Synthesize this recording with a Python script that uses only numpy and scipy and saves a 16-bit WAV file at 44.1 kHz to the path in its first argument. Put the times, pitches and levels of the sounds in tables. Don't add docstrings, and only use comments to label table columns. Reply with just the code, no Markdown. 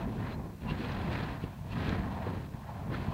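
import sys
import numpy as np
from scipy import signal
from scipy.fft import rfft, irfft
from scipy.io import wavfile
from scipy.ndimage import uniform_filter1d

SR = 44100
rng = np.random.default_rng(int(sys.argv[2]) if len(sys.argv) > 2 else 0)


def to_wav(s):
    ch = np.atleast_2d(s).T
    pcm = np.round(np.clip(ch, -1, 1) * 32767)
    wavfile.write(sys.argv[1], SR, pcm.astype(np.int16))


N = 138033
TIME = np.arange(N) / SR


def from_db(db):
    return 10 ** (np.asarray(db) / 20)


def rms_one(x):
    return x / np.sqrt(np.mean(x ** 2) + 1e-20)


def in_time(rows):
    times, *columns = np.transpose(rows)
    return [np.interp(TIME, times, column) for column in columns]


def drift(rate_hz):
    hz = np.arange(N // 2 + 1) * SR / N
    spectrum = rfft(rng.standard_normal(N)) / (1 + (hz / rate_hz) ** 2)
    return rms_one(irfft(spectrum, N))


def noise(colour):
    hz = np.maximum(np.arange(N // 2 + 1) * SR / N, 1)
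    points, db = np.transpose(colour)
    skirts = np.minimum(1, np.minimum(hz / points[0], points[-1] / hz)) ** 2
    gain = from_db(np.interp(np.log(hz), np.log(points), db))
    return rms_one(irfft(rfft(rng.standard_normal(N)) * skirts * gain, N))


def eddies(colour, even_s, rough_db, rough_hz):
    rough = noise(colour) * from_db(rough_db * drift(rough_hz))
    width = max(int(even_s * SR), 2)
    power = uniform_filter1d(uniform_filter1d(rough ** 2, width), width)
    return rough / np.sqrt(power + 1e-12)


def swell(s, half_s):
    return np.exp(-.5 * ((TIME - s) / half_s) ** 2)


def hiss():
    # f/Hz, relative level/dB per Hz
    hiss_colour = [(300, 20.5), (2000, -4.5), (4000, 3.5), (6000, 3), (10000, -0.5), (13000, 1), (16000, 3)]
    level_db = -63.5
    return from_db(level_db) * noise(hiss_colour)


def wind():
    # f/Hz, relative level/dB per Hz
    wind_colour = [(15, -18), (40, -14), (90, 0), (200, 1.5), (400, -38)]
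    middle_db, wander_db, wander_hz = -53.5, 2.0, 4.3
    return from_db(middle_db + wander_db * drift(wander_hz)) * noise(wind_colour)


def spit():
    level_db, band_hz = -36, (2300, 5000)
    moment_s, half_s = 1.8935, 0.00044
    band = signal.butter(3, band_hz, "band", fs=SR, output="sos")
    crackle = rms_one(signal.sosfilt(band, rng.standard_normal(N)))
    return from_db(level_db) * swell(moment_s, half_s) * crackle


def whistles():
    # t/s, middle f/Hz, middle level/dB, half length/s
    whistle_rows = [(0.01, 2550, -58.5, 0.0097), (0.327, 4110, -57, 0.018), (0.687, 988, -48, 0.023),
                    (0.701, 2810, -44, 0.014), (1.723, 2740, -50.5, 0.0083)]
    pitch_waver, pitch_rate_hz = 0.029, 410
    level_waver_db, level_rate_hz = 3.1, 120
    out = np.zeros(N)
    for s, hz, db, half_s in whistle_rows:
        pitch_hz = hz * (1 + pitch_waver * drift(pitch_rate_hz))
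        phase = 2 * np.pi * np.cumsum(pitch_hz) / SR
        level = from_db(db + level_waver_db * drift(level_rate_hz))
        out += level * swell(s, half_s) * np.sin(phase)
    return out


def flares():
    # t/s, centre f/Hz, level/dB (rms under the swell), half length/s
    flare_rows = [(0.705, 2940, -51, 0.011), (0.805, 267, -36, 0.011), (0.847, 2260, -47.5, 0.0069),
                  (0.922, 3320, -52.5, 0.0064), (1.233, 3000, -49.5, 0.006), (1.44, 320, -41.5, 0.0066),
                  (1.913, 360, -37, 0.0094), (2.276, 378, -35.5, 0.0052), (2.696, 810, -41, 0.0044)]
    spread = 1.5
    out = np.zeros(N)
    for s, hz, db, half_s in flare_rows:
        band = signal.butter(4, [hz / spread, hz * spread], "band", fs=SR, output="sos")
        puff = signal.sosfilt(band, rng.standard_normal(N))
        bell = swell(s, half_s)
        puff_rms = np.sqrt(np.average(puff ** 2, weights=bell ** 2))
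        out += from_db(db) * bell * puff / puff_rms
    return out


def flaps():
    # t/s, peak level/dB, half width/s (peak to zero crossing)
    flap_rows = [(0.0904, -28, 0.0015), (0.3612, -29.5, 0.0019), (0.721, -23.5, 0.00146),
                 (1.087, -35, 0.0014), (1.232, -24, 0.0013), (1.4406, -24.5, 0.0011),
                 (1.614, -31.5, 0.0024), (1.8842, -25, 0.0011), (2.001, -27, 0.0025), (2.013, -29, 0.0024),
                 (2.268, -26, 0.00077), (2.377, -27.5, 0.0013), (2.548, -30.5, 0.002),
                 (3.0859, -22, 0.0015)]
    out = np.zeros(N)
    for s, db, half_s in flap_rows:
        push = 1 - ((TIME - s) / half_s) ** 2
        out += from_db(db) * push * swell(s, half_s)
    return out


def flames():
    # t/s, level/dB before trim
    rumble_level = [(0.0, -43), (0.06, -32), (0.16, -41), (0.19, -34), (0.35, -42), (0.37, -37), (0.5, -42),
                    (0.6, -50.5), (0.64, -36), (0.73, -36), (0.83, -42.5), (0.89, -36), (0.98, -37),
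                    (1.09, -34), (1.41, -42.5), (1.44, -37.5), (1.52, -47), (1.71, -39.5), (1.79, -31.5),
                    (1.83, -36.5), (1.89, -32), (2.0, -34), (2.13, -38), (2.25, -39), (2.27, -34),
                    (2.41, -40), (2.53, -45.5), (2.61, -45.5), (2.88, -38), (2.89, -33), (2.95, -39.5),
                    (3.02, -35.5), (3.05, -45), (3.09, -32.5), (3.13, -39)]
    # t/s, low roar level/dB before trim, hollow roar level/dB before trim
    roar_levels = [(0.0, -43.5, -44), (0.055, -49, -45.5), (0.08, -40.5, -52), (0.14, -51, -48.5),
                   (0.17, -42, -54.5), (0.21, -43.5, -46.5), (0.48, -49, -53.5), (0.58, -58, -67),
                   (0.64, -48, -54.5), (0.68, -47.5, -45.5), (0.72, -41.5, -50), (0.77, -48.5, -49),
                   (0.81, -45, -50.5), (0.85, -40.5, -47), (0.9, -46.5, -46), (1.13, -41.5, -44.5),
                   (1.34, -47, -47), (1.39, -53.5, -51.5), (1.5, -52.5, -52), (1.57, -64, -59),
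                   (1.8, -43, -45.5), (1.93, -38, -45.5), (2.07, -46, -46), (2.24, -52.5, -43),
                   (2.29, -41.5, -45.5), (2.52, -55, -60.5), (2.54, -48.5, -54), (2.63, -62.5, -54.5),
                   (2.72, -58.5, -48), (2.88, -50, -51), (2.92, -39, -47), (3.01, -46, -48.5),
                   (3.13, -49.5, -43.5)]
    # t/s, level/dB before trim
    rush_level = [(0.0, -51), (0.16, -64), (0.18, -53), (0.29, -49.5), (0.43, -65), (0.45, -62.5),
                  (0.57, -68.5), (0.72, -48.5), (0.77, -52.5), (0.79, -50.5), (0.92, -48.5), (1.09, -51),
                  (1.15, -43.5), (1.64, -67), (1.78, -47.5), (1.91, -44), (2.09, -55), (2.11, -53),
                  (2.19, -55.5), (2.24, -51), (2.45, -58.5), (2.51, -68), (2.54, -58.5), (2.59, -69),
                  (2.64, -59), (2.895, -59.5), (2.925, -44), (2.955, -44.5), (2.99, -56), (3.05, -50.5),
                  (3.13, -59)]
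    # t/s, level/dB
    sizzle_level = [(0.0, -56), (0.02, -57), (0.06, -65), (0.33, -55), (0.36, -69.5), (0.6, -69.5),
                    (0.62, -59), (0.67, -64), (0.68, -53.5), (0.71, -54), (0.76, -58), (0.8, -50.5),
                    (1.1, -54.5), (1.13, -46.5), (1.2, -51.5), (1.33, -55), (1.39, -65.5), (1.44, -52.5),
                    (1.46, -63), (1.65, -69), (1.73, -51), (1.74, -56), (1.88, -46.5), (1.91, -50),
                    (2.09, -63.5), (2.12, -56.5), (2.18, -61.5), (2.25, -57.5), (2.46, -63), (2.48, -68.5),
                    (2.81, -64.5), (2.88, -68.5), (2.94, -51.5), (2.99, -56.5), (3.13, -57.5)]
    # f/Hz, relative level/dB per Hz
    rumble_colour = [(15, -24), (28, -18), (45, -5), (70, -3), (110, -1), (165, -2.5), (215, -4.5),
                     (275, -18), (400, -44)]
    low_colour = [(170, -13), (250, 3.5), (320, -2), (420, -4.5), (560, -10), (720, -25.5)]
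    hollow_colour = [(430, -5.5), (560, -2.5), (660, 2.5), (850, 0), (1060, 2), (1200, -8.5), (1500, -18)]
    rush_colour = [(850, -23), (1200, 4), (1550, 2.5), (1950, 2), (2400, -5.5), (3000, -51)]
    sizzle_colour = [(1900, -8), (2600, 2.5), (3300, -3.5), (4100, -4.5), (4700, -10.5), (5500, -20),
                     (7000, -26), (12000, -32)]
    rumble_trim_db, low_trim_db, hollow_trim_db, rush_trim_db = -0.5, 1.5, 0.5, 0.5
    flutter_hz, flutter_db = 67.3, 2
    flutter_span_s = 0.2

    rumble_db, = in_time(rumble_level)
    low_db, hollow_db = in_time(roar_levels)
    rush_db, = in_time(rush_level)
    sizzle_db, = in_time(sizzle_level)

    rumble = from_db(rumble_db + rumble_trim_db) * eddies(rumble_colour, even_s=0.022, rough_db=2.0, rough_hz=40)
    low = from_db(low_db + low_trim_db) * eddies(low_colour, even_s=0.03, rough_db=1.5, rough_hz=70.4)
    hollow = from_db(hollow_db + hollow_trim_db) * eddies(
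        hollow_colour, even_s=0.022, rough_db=1.26, rough_hz=60.0)
    rush = from_db(rush_db + rush_trim_db) * eddies(rush_colour, even_s=0.041, rough_db=1.5, rough_hz=80)
    sizzle = from_db(sizzle_db) * eddies(sizzle_colour, even_s=0.015, rough_db=1.4, rough_hz=120)

    wander = drift(flutter_hz)
    slow = uniform_filter1d(wander, max(int(flutter_span_s * SR), 2))
    flutter = rms_one(wander - slow)
    flutter_gain = rms_one(from_db(flutter_db * np.tanh(flutter)))
    return rumble + (low + hollow + rush + sizzle) * flutter_gain


def ground_bounce(x):
    delay_s, share = 0.001203, 0.13
    reflection = share * np.interp(TIME - delay_s, TIME, x)
    return (x + reflection) / np.sqrt(1 + share ** 2)


def scene():
    fire = ground_bounce(flames() + flares() + whistles() + spit()) + flaps()
    return (fire + wind() + hiss())[None]


def record(dry):
    cutoff_hz, ripple_db, stop_db = 15750, .1, 70
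    low_pass = signal.ellip(12, ripple_db, stop_db, cutoff_hz, fs=SR, output="sos")
    return signal.sosfilt(low_pass, dry)


dry = scene()
out = record(dry)
to_wav(out)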